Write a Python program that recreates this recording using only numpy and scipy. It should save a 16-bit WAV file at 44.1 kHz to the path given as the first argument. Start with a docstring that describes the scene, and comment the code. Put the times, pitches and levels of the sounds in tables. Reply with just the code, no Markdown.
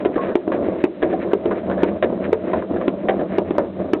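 """A small wooden room with mill machinery running. Gearing rumbles and rattles through the timber frame,
swelling with each turn; the frame drones. A wooden part knocks hard about twice a second, and loose parts clack
in between. About once a turn a catch snaps and a hollow part clonks; early on, the hollow part's clear mode
rings on at length. Plank walls answer the blows. The microphone is dull and the hardest knocks overload it."""
import sys
import numpy as np
from scipy import signal
from scipy.fft import rfft, irfft, next_fast_len
from scipy.io import wavfile
from scipy.ndimage import map_coordinates

SR = 44100
rng = np.random.default_rng(int(sys.argv[2]) if len(sys.argv) > 2 else 0)


def put_to_file(sound):
    """Save the sound as 16-bit audio at rate SR, in the file named by the first command-line argument."""
    columns = np.atleast_2d(sound).T  # one column per channel
    safe = np.clip(columns, -1, 1)
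    whole_steps = np.round(safe * 32767)
    wavfile.write(sys.argv[1], SR, whole_steps.astype(np.int16))


N = 176400

# Gearing level and drone trim. Each row: time in seconds, level in dB.
GEAR_LEVEL_DB = [(0, -24), (.145, -25.5), (.18, -22), (.31, -19.5), (.39, -45.5), (.46, -29), (.53, -19.5),
                 (.70, -20), (.80, -27), (.93, -44), (1.01, -29), (1.05, -22.5), (1.27, -22.5), (1.42, -30),
                 (1.48, -21.5), (1.61, -27), (1.70, -21), (1.85, -22.5), (1.98, -25), (1.997, -36.5),
                 (2.02, -34.5), (2.05, -21.5), (2.31, -24.5), (2.41, -30), (2.46, -23.5), (2.58, -19.5),
                 (2.67, -39), (2.71, -21.5), (2.92, -26.5), (2.98, -30.5), (3.05, -25), (3.22, -19.5),
                 (3.28, -31), (3.34, -23), (3.48, -26.5), (3.62, -20.5), (3.73, -37), (3.80, -21.5),
                 (4, -32)]
DRONE_TRIM_DB = [(1.0, -3.5), (1.5, 2.5)]
# Frame resonances. 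Each row: centre in Hz, half-width in Hz, level in dB.
FRAME_MODES = [(85, 8.7, -47.5), (193.5, 14, -34.5), (604, 46, -38.5)]
# Catch strikes, mostly paired. Each row: start in seconds, level in dB, hold in seconds.
CATCH_STRIKES = [(0.05, -17.5, 0.0047), (1.021, -23.5, 0.003), (1.027, -12.5, 0.0016),
                 (2.026, -12.5, 0.0074), (2.031, -20.5, 0.0093), (3.086, -13.5, 0.0075),
                 (3.095, -12, 0.0016)]
# Heavy wooden blows. Each row: start in seconds, level in dB, pitch in Hz, crack trim in dB.
KNOCK_BLOWS = [(0.0571, -5, 365, -4), (0.1624, -6.5, 378, -9), (0.3534, -3, 357.6, 1.5),
               (0.4764, -7, 336, -5.5), (0.839, -1.85, 331, 2.5), (1.0318, -6.5, 390, 0.5),
               (1.3323, -2.5, 393, -1), (1.4562, -6.5, 391, -1), (1.8312, -1.95, 342, 5),
               (2.043, -7, 388, 0), (2.328, -2.6, 427.5, 2), (2.879, -4.5, 329, 3.5),
               (3.3825, -4, 371, 2.5), (3.5067, -7.5, 348, -1.5), (3.9329, -2.27, 349, 2)]
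# Loose-part contact runs. Each row: start in seconds, level in dB, hold in seconds, brightness in dB.
CLACK_RUNS = [(0.158, -17, 0.0035, -2.5), (.258, -34, 0.069, 4), (1.128, -19, 0.013, -9.5),
              (1.31, -32.5, 0.026, 4), (1.699, -26, 0.0029, 7.5), (1.714, -28.5, 0.0026, 12),
              (1.778, -28, 0.063, 0.5), (2.761, -24.5, 0.0093, 0), (3.189, -24, 0.024, -5.5)]
# Hollow-part strikes. Each row: start in seconds, level in dB, hold in seconds, pitch in Hz.
HOLLOW_STRIKES = [(0.18, -17.5, 0.0032, 1090), (0.52, -16.5, 0.0042, 1076), (1.511, -18, 0.011, 1060),
                  (2.534, -13.5, 0.005, 1022), (2.559, -24.5, 0.001, 986), (2.624, -21.5, 0.001, 1034),
                  (2.814, -20, 0.00096, 1130), (3.583, -12.5, 0.0075, 977)]
# Long rings of the hollow part's mode. Each row: start in seconds, level in dB.
HOLLOW_RINGS = [(0.19, -22.5)]
# Spectra of the frame, room rush and struck parts. 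Each row: frequency in Hz, relative level in dB.
TIMBER_SPECTRUM = [(45, -28), (80, -12), (135, -12.5), (180, -8.5), (230, 0), (340, 5), (440, -1.5),
                   (640, 0.5), (790, -14.5), (1050, -16.5), (2500, -45.5)]
RATTLE_SPECTRUM = [(400, -22), (1000, 6), (1800, 10.5), (2500, 3), (3600, -9)]
RUSH_SPECTRUM = [(50, -26), (350, 4), (1000, -19.5), (3800, -29.5)]
WOOD_BODY_SPECTRUM = [(100, -38.5), (200, -10.5), (350, 3.5), (580, 7.5), (820, 0.5), (1400, -39.5)]
CATCH_SPECTRUM = [(500, -3), (980, 6.5), (1220, -2), (1550, 2.5), (1900, 1), (2450, -8.5), (3700, -12),
                  (4500, -35.5)]
CRACK_SPECTRUM = [(200, -18), (550, 3.5), (900, 8.5), (1500, -4.5), (2600, -7.5), (3700, -16.5)]
CLACK_SPECTRUM = [(400, -1), (1050, 6), (1280, 0), (1750, 3.5), (2050, -14), (3700, -21.5)]
HOLLOW_SPECTRUM = [(500, -6), (950, 7.5), (1900, -4.5), (3600, -24.5)]
# Room decay. Each row: frequency in Hz, T60 in seconds.
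ROOM_T60_S = [(150, 0.047), (400, 0.27), (1000, 0.11), (3500, 0.015)]


def amp(db):
    """Decibels to gain."""
    return 10 ** (np.asarray(db) / 20)


def unit(x):
    """x at rms 1."""
    return x / np.sqrt(np.mean(x ** 2) + 1e-20)


def along(points, hz):
    """(Hz, value) points read on a log axis."""
    points_hz, values = np.transpose(points)
    return np.interp(np.log(hz + 1), np.log(points_hz), values)


def curve(rows):
    """(s, value) points as one value per sample."""
    return np.interp(np.arange(N) / SR, *np.transpose(rows))


def wobble(knots_per_s):
    """Smooth random curve."""
    knots = rng.standard_normal(int(N * knots_per_s / SR) + 4)
    return map_coordinates(knots, [np.arange(N) * knots_per_s / SR])


def filtered(x, response):
    """x through a gain given as a function of Hz."""
    size = next_fast_len(N + SR // 2)
    return irfft(rfft(x, size) * response(np.fft.rfftfreq(size, 1 / SR)), size)[:N]


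def resonate(x, spectrum, size=4096):
    """x through a minimum-phase body of unit energy."""
    cepstrum = irfft(np.log(amp(along(spectrum, np.fft.rfftfreq(size, 1 / SR)))))
    cepstrum[1:size // 2] *= 2
    cepstrum[size // 2 + 1:] = 0
    response = irfft(np.exp(rfft(cepstrum)))
    return signal.fftconvolve(x, response / np.linalg.norm(response))[:len(x)]


def contacts(n, per_s, spread_db):
    """n samples of randomly timed impulses of scattered size."""
    impulses = (rng.random(n) < per_s / SR) * rng.choice([-1, 1], n)
    return impulses * amp(spread_db * rng.standard_normal(n))


def add(track, start_s, x):
    """Mix x into the track."""
    i = round(start_s * SR)
    track[i:i + len(x)] += x[:max(0, N - i)]


def in_room(x, room_db, wall_delay_s=0.009):
    """One blow plus a fresh noise tail from the plank walls."""
    hz, t, noise = signal.stft(rng.standard_normal(SR // 4), SR, nperseg=256)
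    decay = amp(-60 * t / along(ROOM_T60_S, hz)[:, None])
    tail = signal.istft(noise * decay, SR, nperseg=256)[1]
    wet = signal.fftconvolve(x, np.pad(tail, (round(wall_delay_s * SR), 0)))
    wet *= amp(room_db) * np.linalg.norm(x) / np.linalg.norm(wet)
    return wet + np.pad(x, (0, len(wet) - len(x)))


def gearing(rumble_db=-1, rattle_db=-23, rattle_follow=0.74, flutter_db=7.5):
    """Dense bumps rumble through the frame; finer ticks rattle along."""
    level_db = curve(GEAR_LEVEL_DB)
    swell_db = level_db - level_db.mean()
    rumble = unit(resonate(contacts(N, per_s=600, spread_db=2), TIMBER_SPECTRUM))
    rattle = unit(resonate(contacts(N, per_s=1000, spread_db=-0.5), RATTLE_SPECTRUM))
    rumble *= amp(rumble_db + swell_db)
    rattle *= amp(rattle_db + rattle_follow * swell_db + flutter_db * wobble(knots_per_s=27))
    return amp(level_db.mean()) * (rumble + rattle)


def frame_drone(gear_follow=0.55):
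    """Noise-driven frame resonances loosely follow the gearing's swell."""
    drone = np.zeros(N)
    for centre_hz, half_width_hz, db in FRAME_MODES:
        noise = rng.standard_normal(N)
        band = filtered(noise, lambda hz: 1 / (1 + ((hz - centre_hz) / half_width_hz) ** 2))
        drone += amp(db) * unit(band)
    gear_db = curve(GEAR_LEVEL_DB)
    return amp(gear_follow * (gear_db - gear_db.mean()) + curve(DRONE_TRIM_DB)) * drone


def room_rush(level_db=-38):
    """Soft, steady noise fills the room."""
    rush = filtered(rng.standard_normal(N), lambda hz: amp(along(RUSH_SPECTRUM, hz)))
    return amp(level_db) * unit(rush)


def chatter(hold_s, edge_spectrum, edge_db, first_tap, body_db=-0.5, t60_s=0.042):
    """A blow and quick contacts, held then fading, sound the wooden body and the part's edge."""
    t = np.arange(SR // 8) / SR
    force = amp(-60 * np.maximum(t - hold_s, 0) / t60_s)
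    taps = force * contacts(len(t), per_s=850, spread_db=1)
    taps[0] = first_tap
    body = amp(body_db) * unit(resonate(taps, WOOD_BODY_SPECTRUM))
    edge = amp(edge_db) * unit(resonate(taps, edge_spectrum))
    force_rms = np.sqrt(np.mean(force ** 2))
    return in_room((body + edge) * force_rms, room_db=-3)


def catch_snaps():
    """A catch snaps home with a hard first contact."""
    out = np.zeros(N)
    for start_s, db, hold_s in CATCH_STRIKES:
        add(out, start_s, amp(db) * chatter(hold_s, CATCH_SPECTRUM, edge_db=-7.5, first_tap=1.4))
    return out


def wood_knocks(rise_s=0.0032, steepness=1.92):
    """Each blow swings a heavily damped wooden mode, rings the beam's upper mode and adds a crack."""
    beam_hz, beam_db, beam_t60_s = 600, -11.5, 0.05
    crack_db, crack_delay_s, crack_t60_s = -14, 0.00093, 0.034
    out, t = np.zeros(N), np.arange(SR // 6) / SR
    rise = t / rise_s
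    swing = (rise * np.exp(1 - rise)) ** steepness
    beam_envelope = amp(beam_db - 60 * t / beam_t60_s) * (1 - np.exp(-rise))
    beam = beam_envelope * np.sin(2 * np.pi * beam_hz * t)
    for start_s, db, hz, trim_db in KNOCK_BLOWS:
        burst = rng.standard_normal(len(t)) * amp(-60 * t / crack_t60_s)
        delayed = np.pad(burst, (round(crack_delay_s * SR), 0))[:len(t)]
        crack = amp(crack_db + trim_db) * resonate(delayed, CRACK_SPECTRUM)
        thud = -swing * np.sin(2 * np.pi * hz * t)
        add(out, start_s, in_room(amp(db) * (thud + beam + crack), room_db=-8))
    return out


def loose_clacks():
    """Loose parts clack in quick runs of contacts."""
    out = np.zeros(N)
    for start_s, db, hold_s, bright_db in CLACK_RUNS:
        clack = chatter(hold_s, CLACK_SPECTRUM, edge_db=bright_db - 6, first_tap=0.86)
        add(out, start_s, amp(db) * clack)
    return out


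def hollow_clonks(mode_db=-3, t60_s=0.04):
    """A struck hollow part chatters and rings one short mode."""
    out, t = np.zeros(N), np.arange(SR // 8) / SR
    for start_s, db, hold_s, hz in HOLLOW_STRIKES:
        mode = amp(mode_db - 60 * t / t60_s) * np.sin(2 * np.pi * hz * t)
        add(out, start_s, amp(db) * chatter(hold_s, HOLLOW_SPECTRUM, edge_db=-8.5, first_tap=1.4))
        add(out, start_s, amp(db) * mode)
    return out


def hollow_ring(pitch_hz=1084, t60_s=0.26):
    """The hollow part rings one clear mode at length."""
    out, t = np.zeros(N), np.arange(SR // 2) / SR
    for start_s, db in HOLLOW_RINGS:
        add(out, start_s, amp(db - 60 * t / t60_s) * np.sin(2 * np.pi * pitch_hz * t))
    return out


def scene():
    """The running mill, mono."""
    blows = wood_knocks() + loose_clacks() + catch_snaps() + hollow_clonks() + hollow_ring()
    return (blows + gearing() + frame_drone() + room_rush())[None]


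def record(dry):
    """Dull microphone: steep treble cut, hard clip, final low-pass."""
    mic_hz, top_hz, order, clip_level = 3930, 15000, 26, 0.71
    dull = filtered(dry[0], lambda hz: 1 / np.sqrt(1 + np.minimum(hz / mic_hz, 2) ** (2 * order)))
    clipped = np.clip(dull, -clip_level, clip_level)
    return filtered(clipped, lambda hz: 1 / np.sqrt(1 + (hz / top_hz) ** (2 * order)))[None]


dry = scene()
out = record(dry)
put_to_file(out)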